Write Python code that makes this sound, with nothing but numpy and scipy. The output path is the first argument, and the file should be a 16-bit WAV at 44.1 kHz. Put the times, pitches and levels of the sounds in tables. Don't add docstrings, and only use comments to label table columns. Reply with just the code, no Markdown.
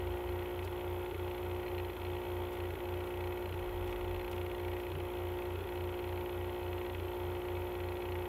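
import sys
import numpy as np
from scipy import signal
from scipy.fft import rfft, irfft
from scipy.io import wavfile
from scipy.ndimage import map_coordinates

SR = 44100
rng = np.random.default_rng(int(sys.argv[2]) if len(sys.argv) > 2 else 0)


def dump(signal):
    limited = np.clip(np.atleast_2d(signal).T, -1, 1)
    pcm = np.round(limited * 32767).astype(np.int16)
    wavfile.write(sys.argv[1], SR, pcm)


N = 365148
T = np.arange(N) / SR

# (time [s], speed [turns/s])
FAN_SPEED = [(0, 59.48), (1.1, 59.75), (2.5, 59.58), (3.2, 59.73), (4.9, 59.47), (5.7, 59.69), (6.4, 59.55),
             (8.28, 59.75)]
# (harmonic [multiple of turn rate], relative level [dB])
FAN_HARMONICS = [(1, -9), (2, -18.5), (3, -23.5), (4, -18.5), (5, -17.5), (6, 0), (7, -12.5), (8, -14),
                 (9, -11), (10, -20), (11, -32), (12, -15), (13, -17.5), (14, -20.5), (15, -16), (16, -18),
                 (17, -28), (18, -23.5), (19, -26), (20, -28.5)]
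BEARING_HARMONICS = [(32, -23.5), (35, -27.5), (38, -27.5), (43, -28)]
# (time [s], half length [s], depth [0-1])
STUMBLES = [(0.666, 0.04, 0.7), (1.148, 0.049, 0.65), (1.95, 0.085, 0.47), (2.753, 0.045, 0.77),
            (3.524, 0.042, 0.77), (4.947, 0.053, 0.68), (5.603, 0.057, 0.8), (7.005, 0.06, 0.72)]
# (start [s], end [s], looseness [0 calm, 1 its usual rattle])
BEARING_SPELLS = [(.09, .25, .4), (0.717, 1.018, 0.16), (1.022, 1.66, 0.63), (1.66, 1.9, 2),
                  (2.07, 2.57, .15), (2.567, 2.83, 2.1), (3.62, 3.84, 0.16), (4.14, 4.8, 1.4),
                  (5.02, 5.39, .15), (6.33, 6.68, .45), (7.1, 7.337, 0.24), (7.434, 7.577, 0.55),
                  (7.96, 8.2, 1.8)]
# (frequency [Hz], gain [dB])
TICK_SPECTRUM = [(500, -8), (720, -24), (880, -5), (1150, -12), (1720, -6), (1930, 3), (2550, 3.5),
                 (3100, -2), (3570, -13.5), (3750, -24.5), (4150, -3), (4550, -24), (7000, -31.5)]
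# (delay [s], gain [dB])
CASE_ECHOES = [(.00313, -4), (.0042, -10), (.00626, -10)]
# (frequency [Hz], level [dB per Hz])
AIR_SPECTRUM = [(8, -102), (20, -82), (140, -81), (230, -85), (505, -90.5), (700, -84), (1080, -84),
                (1750, -91.5), (2200, -91.5), (3400, -94.5), (4500, -110), (10300, -110), (13300, -105),
                (15500, -109)]
# (frequency [Hz], width [Hz], level [dB per Hz])
DUCT_RESONANCES = [(362.6, 51, -73), (447, 35, -79.5), (580.4, 66, -79), (875, 113, -78),
                   (1409, 150, -84.5), (2573, 74, -88)]
THROB_HZ = [86.671, 90.132]
THROB_DB = [-47.5, -48]
# (frequency [Hz], gain [dB])
BUZZ_SPECTRUM = [(9500, -50), (11100, -10), (11500, -12.5), (11800, -6), (12300, -25), (12950, -6),
                 (13250, -7), (13500, 5), (13950, -6), (14250, -14), (15000, -28), (15500, -35)]
WHINE_HZ = [4848, 7600, 11152, 12608.5, 12848, 14305]
WHINE_DB = [-88.5, -99, -73, -71.5, -71.5, -83]
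# (time [s], peak level before the cut [dB rms], decay [s], cut of the body [dB])
CRINKLES = [(.648, -54, 0.014, 3), (2.53, -52, .024, 10), (2.709, -61, .015, 9), (3.065, -54, .028, 12),
            (3.874, -55.5, .01, 3), (3.91, -61, .022, 2), (4.316, -48, .009, 5), (4.36, -60, .025, 8),
            (4.569, -59, .008, 11), (4.68, -58.5, .008, 7), (4.8, -59.5, 0.034, 5)]
# (frequency [Hz], gain [dB])
PAPER_SPECTRUM = [(800, -10), (2800, 10), (6000, 3), (12000, -3), (16000, 0)]
# (time [s], peak level [dB rms])
BUMPS = [(.84, -52), (2.14, -50), (2.75, -52), (3.2, -59), (3.53, -51), (4.96, -46.5), (6.25, -48.5),
         (7.28, -53), (7.62, -52)]
# (start [s], end [s], start pitch [Hz], end pitch [Hz], level [dB rms])
ENGINE_SWELLS = [(-.1, .33, 62.3, 65.2, -46), (.5, .85, 75, 78, -61), (2.45, 3.0, 78, 77, -60),
                 (3.6, 4.29, 44.3, 46.7, -47), (4.52, 4.72, 52, 57, -51), (4.92, 5.08, 75, 81, -60)]


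def fan_hum(turns, stumble, looseness, hum_db=-42.0, shake_turns=0.014, waver_turns=0.0019, waver_db=0.1):
    shaken = turns + (shake_turns * stumble + waver_turns * looseness) * drift(60)
    harmonics = [tone(round(k) * shaken + rng.random(), db)
                 for k, db in list(FAN_HARMONICS) + list(BEARING_HARMONICS)]
    chop = 1 - stumble * (1.03 + 0.49 * np.cos(np.pi * turns + drift(15)))
    waver = from_db(waver_db * looseness * drift(30))
    return from_db(hum_db) * (sum(harmonics[:2]) + sum(harmonics[2:]) * chop * waver)


def fan_flutter(turns, stumble, whirl_db=-40, growl_db=-48, whirl_hz=385, rise_hz=120):
    lap = (turns / 2) % 1
    cycles = np.cumsum(whirl_hz + rise_hz * (lap - .5)) / SR + 0.12 * drift(35)
    whirl = np.sin(np.pi * lap) * tone(cycles, whirl_db)
    growl = from_db(growl_db) * rms_one(resonant_noise(hz=398, width_hz=245))
    return stumble * (whirl + growl)


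def bearing_looseness(settle_s=0.028):
    change = sum((looseness - 1) * spell(start, end, settle_s) for start, end, looseness in BEARING_SPELLS)
    return np.maximum(1 + change, 0)


def bearing_ticks(turns, looseness, tick_db=-25.5, jitter_s=.00007, scrape_db=-17, scrape_s=0.0012):
    contact_turns = np.arange(int(turns[-1])) + .245
    times = np.interp(contact_turns, turns, T)
    force = from_db(contact_db(np.interp(times, T, looseness)))
    times = times + jitter_s * rng.standard_normal(len(times))
    echoes = sum(clicks(times + delay, force * from_db(db)) for delay, db in CASE_ECHOES)
    knocks = clicks(times, force) + echoes
    tails = signal.lfilter([1], [1, -np.exp(-1 / (scrape_s * SR))], knocks + 1e-18)
    scrape = from_db(scrape_db) * tails * rng.standard_normal(N)
    ticks = from_db(tick_db) * colour(knocks + scrape, TICK_SPECTRUM)
    return ticks + bearing_squeaks(times, np.minimum(force, 1.15))


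def contact_db(looseness, hard_db=6, spread_db=2.2, hardest_db=7, rebound=2.1, scatter_db=3.9):
    count = len(looseness)
    gaps = np.where(rng.random(count) < .5, 3, 2)
    hard = np.isin(np.arange(count), np.cumsum(gaps) - gaps[0])
    knock_chance, tick_chance = rng.standard_normal((count, 2)).T
    knock_db = hard * np.clip(looseness * (hard_db + spread_db * knock_chance), 0, hardest_db)
    previous_knock_db = np.append(0, knock_db[:-1])
    return knock_db - rebound * previous_knock_db + scatter_db * tick_chance * ~hard


def bearing_squeaks(times, force, squeak_db=-53.0, ring_s=0.0016, pitch_hz=3400, spread_hz=130, fall_hz=110):
    age = np.arange(800) / SR
    swell = (age / ring_s) ** 2 * np.exp(2 - 2 * age / ring_s)
    start_hz = pitch_hz + spread_hz * rng.uniform(-2.24, 1.72, (len(times), 1))
    hz = start_hz - fall_hz * age / ring_s
    squeaks = force[:, None] * swell * tone(np.cumsum(hz, axis=1) / SR, squeak_db)
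    at = (times * SR).astype(int)[:, None] + np.arange(len(age))
    return np.bincount(at.ravel(), squeaks.ravel(), N)[:N]


def air_rush():
    duct = sum(from_db(db) * resonant_noise(hz, width) for hz, width, db in DUCT_RESONANCES)
    return np.sqrt(SR / 2) * (colour(rng.standard_normal(N), AIR_SPECTRUM) + duct)


def machine_throb(crest_s=.066):
    return sum(tone(hz * (T - crest_s), db) for hz, db in zip(THROB_HZ, THROB_DB))


def electronics(refresh_hz=59.763, first_s=.0136, buzz_db=-24.0, waver_db=1.5, jitter_s=.0000025):
    times = np.arange(first_s, T[-1], 1 / refresh_hz)
    times = times + jitter_s * rng.standard_normal(len(times))
    buzz = from_db(buzz_db) * colour(clicks(times, np.ones(len(times))), BUZZ_SPECTRUM)
    whine = sum(tone(hz * T + rng.random(), db + waver_db * drift(80)) for hz, db in zip(WHINE_HZ, WHINE_DB))
    pulse = 1 + 0.09 * np.cos(2 * np.pi * refresh_hz * (T - first_s))
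    return buzz + whine * pulse


def paper(grain_db=2.5, rise_share=0.39, crisp_hz=9500):
    rough_noise = rng.standard_normal(N) * from_db(grain_db * drift(400))
    grains = rms_one(colour(rough_noise, PAPER_SPECTRUM))
    body = signal.sosfilt(signal.butter(3, crisp_hz, "low", fs=SR, output="sos"), grains)
    top = signal.sosfilt(signal.butter(3, crisp_hz, "high", fs=SR, output="sos"), grains)
    crinkles = np.zeros(N)
    for time, db, decay_s, cut_db in CRINKLES:
        from_peak = np.maximum(T - time, (time - T) / rise_share) / decay_s
        envelope = from_db(db) * np.exp(-np.minimum(from_peak, 20))
        crinkles += envelope * (top + from_db(-cut_db) * body)
    return crinkles


def dull_bumps(half_length_s=0.029):
    envelope = sum(from_db(db) * bell_curve(time, half_length_s) for time, db in BUMPS)
    return envelope * rms_one(resonant_noise(hz=140, width_hz=22))


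def far_engine(fade_s=0.14):
    drone = np.zeros(N)
    for start, end, start_hz, end_hz, db in ENGINE_SWELLS:
        firing_hz = np.interp(T, [start, end], [start_hz, end_hz])
        drone += spell(start, end, fade_s) * tone(np.cumsum(firing_hz) / SR, db)
    return drone


def from_db(db):
    return 10 ** (np.asarray(db) / 20)


def rms_one(x):
    return x / np.sqrt(np.mean(x ** 2) + 1e-20)


def tone(cycles, db):
    return np.sqrt(2) * from_db(db) * np.sin(2 * np.pi * cycles)


def spell(start, end, fade_s):
    return np.clip(.5 + np.minimum(T - start, end - T) / fade_s, 0, 1)


def bell_curve(time, half_length_s):
    return np.exp(-np.minimum(((T - time) / half_length_s) ** 2, 20))


def drift(rate):
    knots = rng.standard_normal(4096)
    return rms_one(map_coordinates(knots, [T * rate], order=3, mode="wrap"))


def colour(x, points, size=2 ** 14):
    hz, db = np.transpose(points)
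    grid_hz = np.maximum(np.arange(size // 2 + 1) * SR / size, 1)
    gain = from_db(np.interp(np.log(grid_hz), np.log(hz), db))
    cepstrum = irfft(np.log(gain))
    cepstrum[1:size // 2] *= 2
    cepstrum[size // 2 + 1:] = 0
    return signal.fftconvolve(x, irfft(np.exp(rfft(cepstrum))))[:N]


def resonant_noise(hz, width_hz):
    edges = [max(hz - width_hz / 2, 10), hz + width_hz / 2]
    band = signal.butter(2, edges, "band", fs=SR, output="sos")
    return signal.sosfilt(band, rng.standard_normal(N + SR))[SR:]


def clicks(times, sizes):
    taps = np.arange(-16, 17)
    at = np.round(times * SR).astype(int)[:, None] + taps
    shapes = np.sinc(at - times[:, None] * SR) * np.hanning(len(taps)) * sizes[:, None]
    inside = (at >= 0) & (at < N)
    return np.bincount(at[inside], shapes[inside], N)


def scene():
    speed = np.interp(T, *np.transpose(FAN_SPEED))
    turns = np.cumsum(speed) / SR
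    looseness = bearing_looseness()
    stumble = np.clip(sum(depth * bell_curve(time, half_s) for time, half_s, depth in STUMBLES), 0, 1)
    rotor = fan_hum(turns, stumble, looseness) + fan_flutter(turns, stumble)
    fan = rotor + bearing_ticks(turns, looseness) + air_rush()
    room = machine_throb() + electronics() + paper() + dull_bumps()
    return (fan + room + far_engine())[None]


def record(dry, cutoff_hz=15720):
    lowpass = signal.firwin(801, cutoff_hz, fs=SR, window=("kaiser", 9))
    return signal.fftconvolve(dry, lowpass[None], mode="same", axes=1)


dry = scene()
out = record(dry)
dump(out)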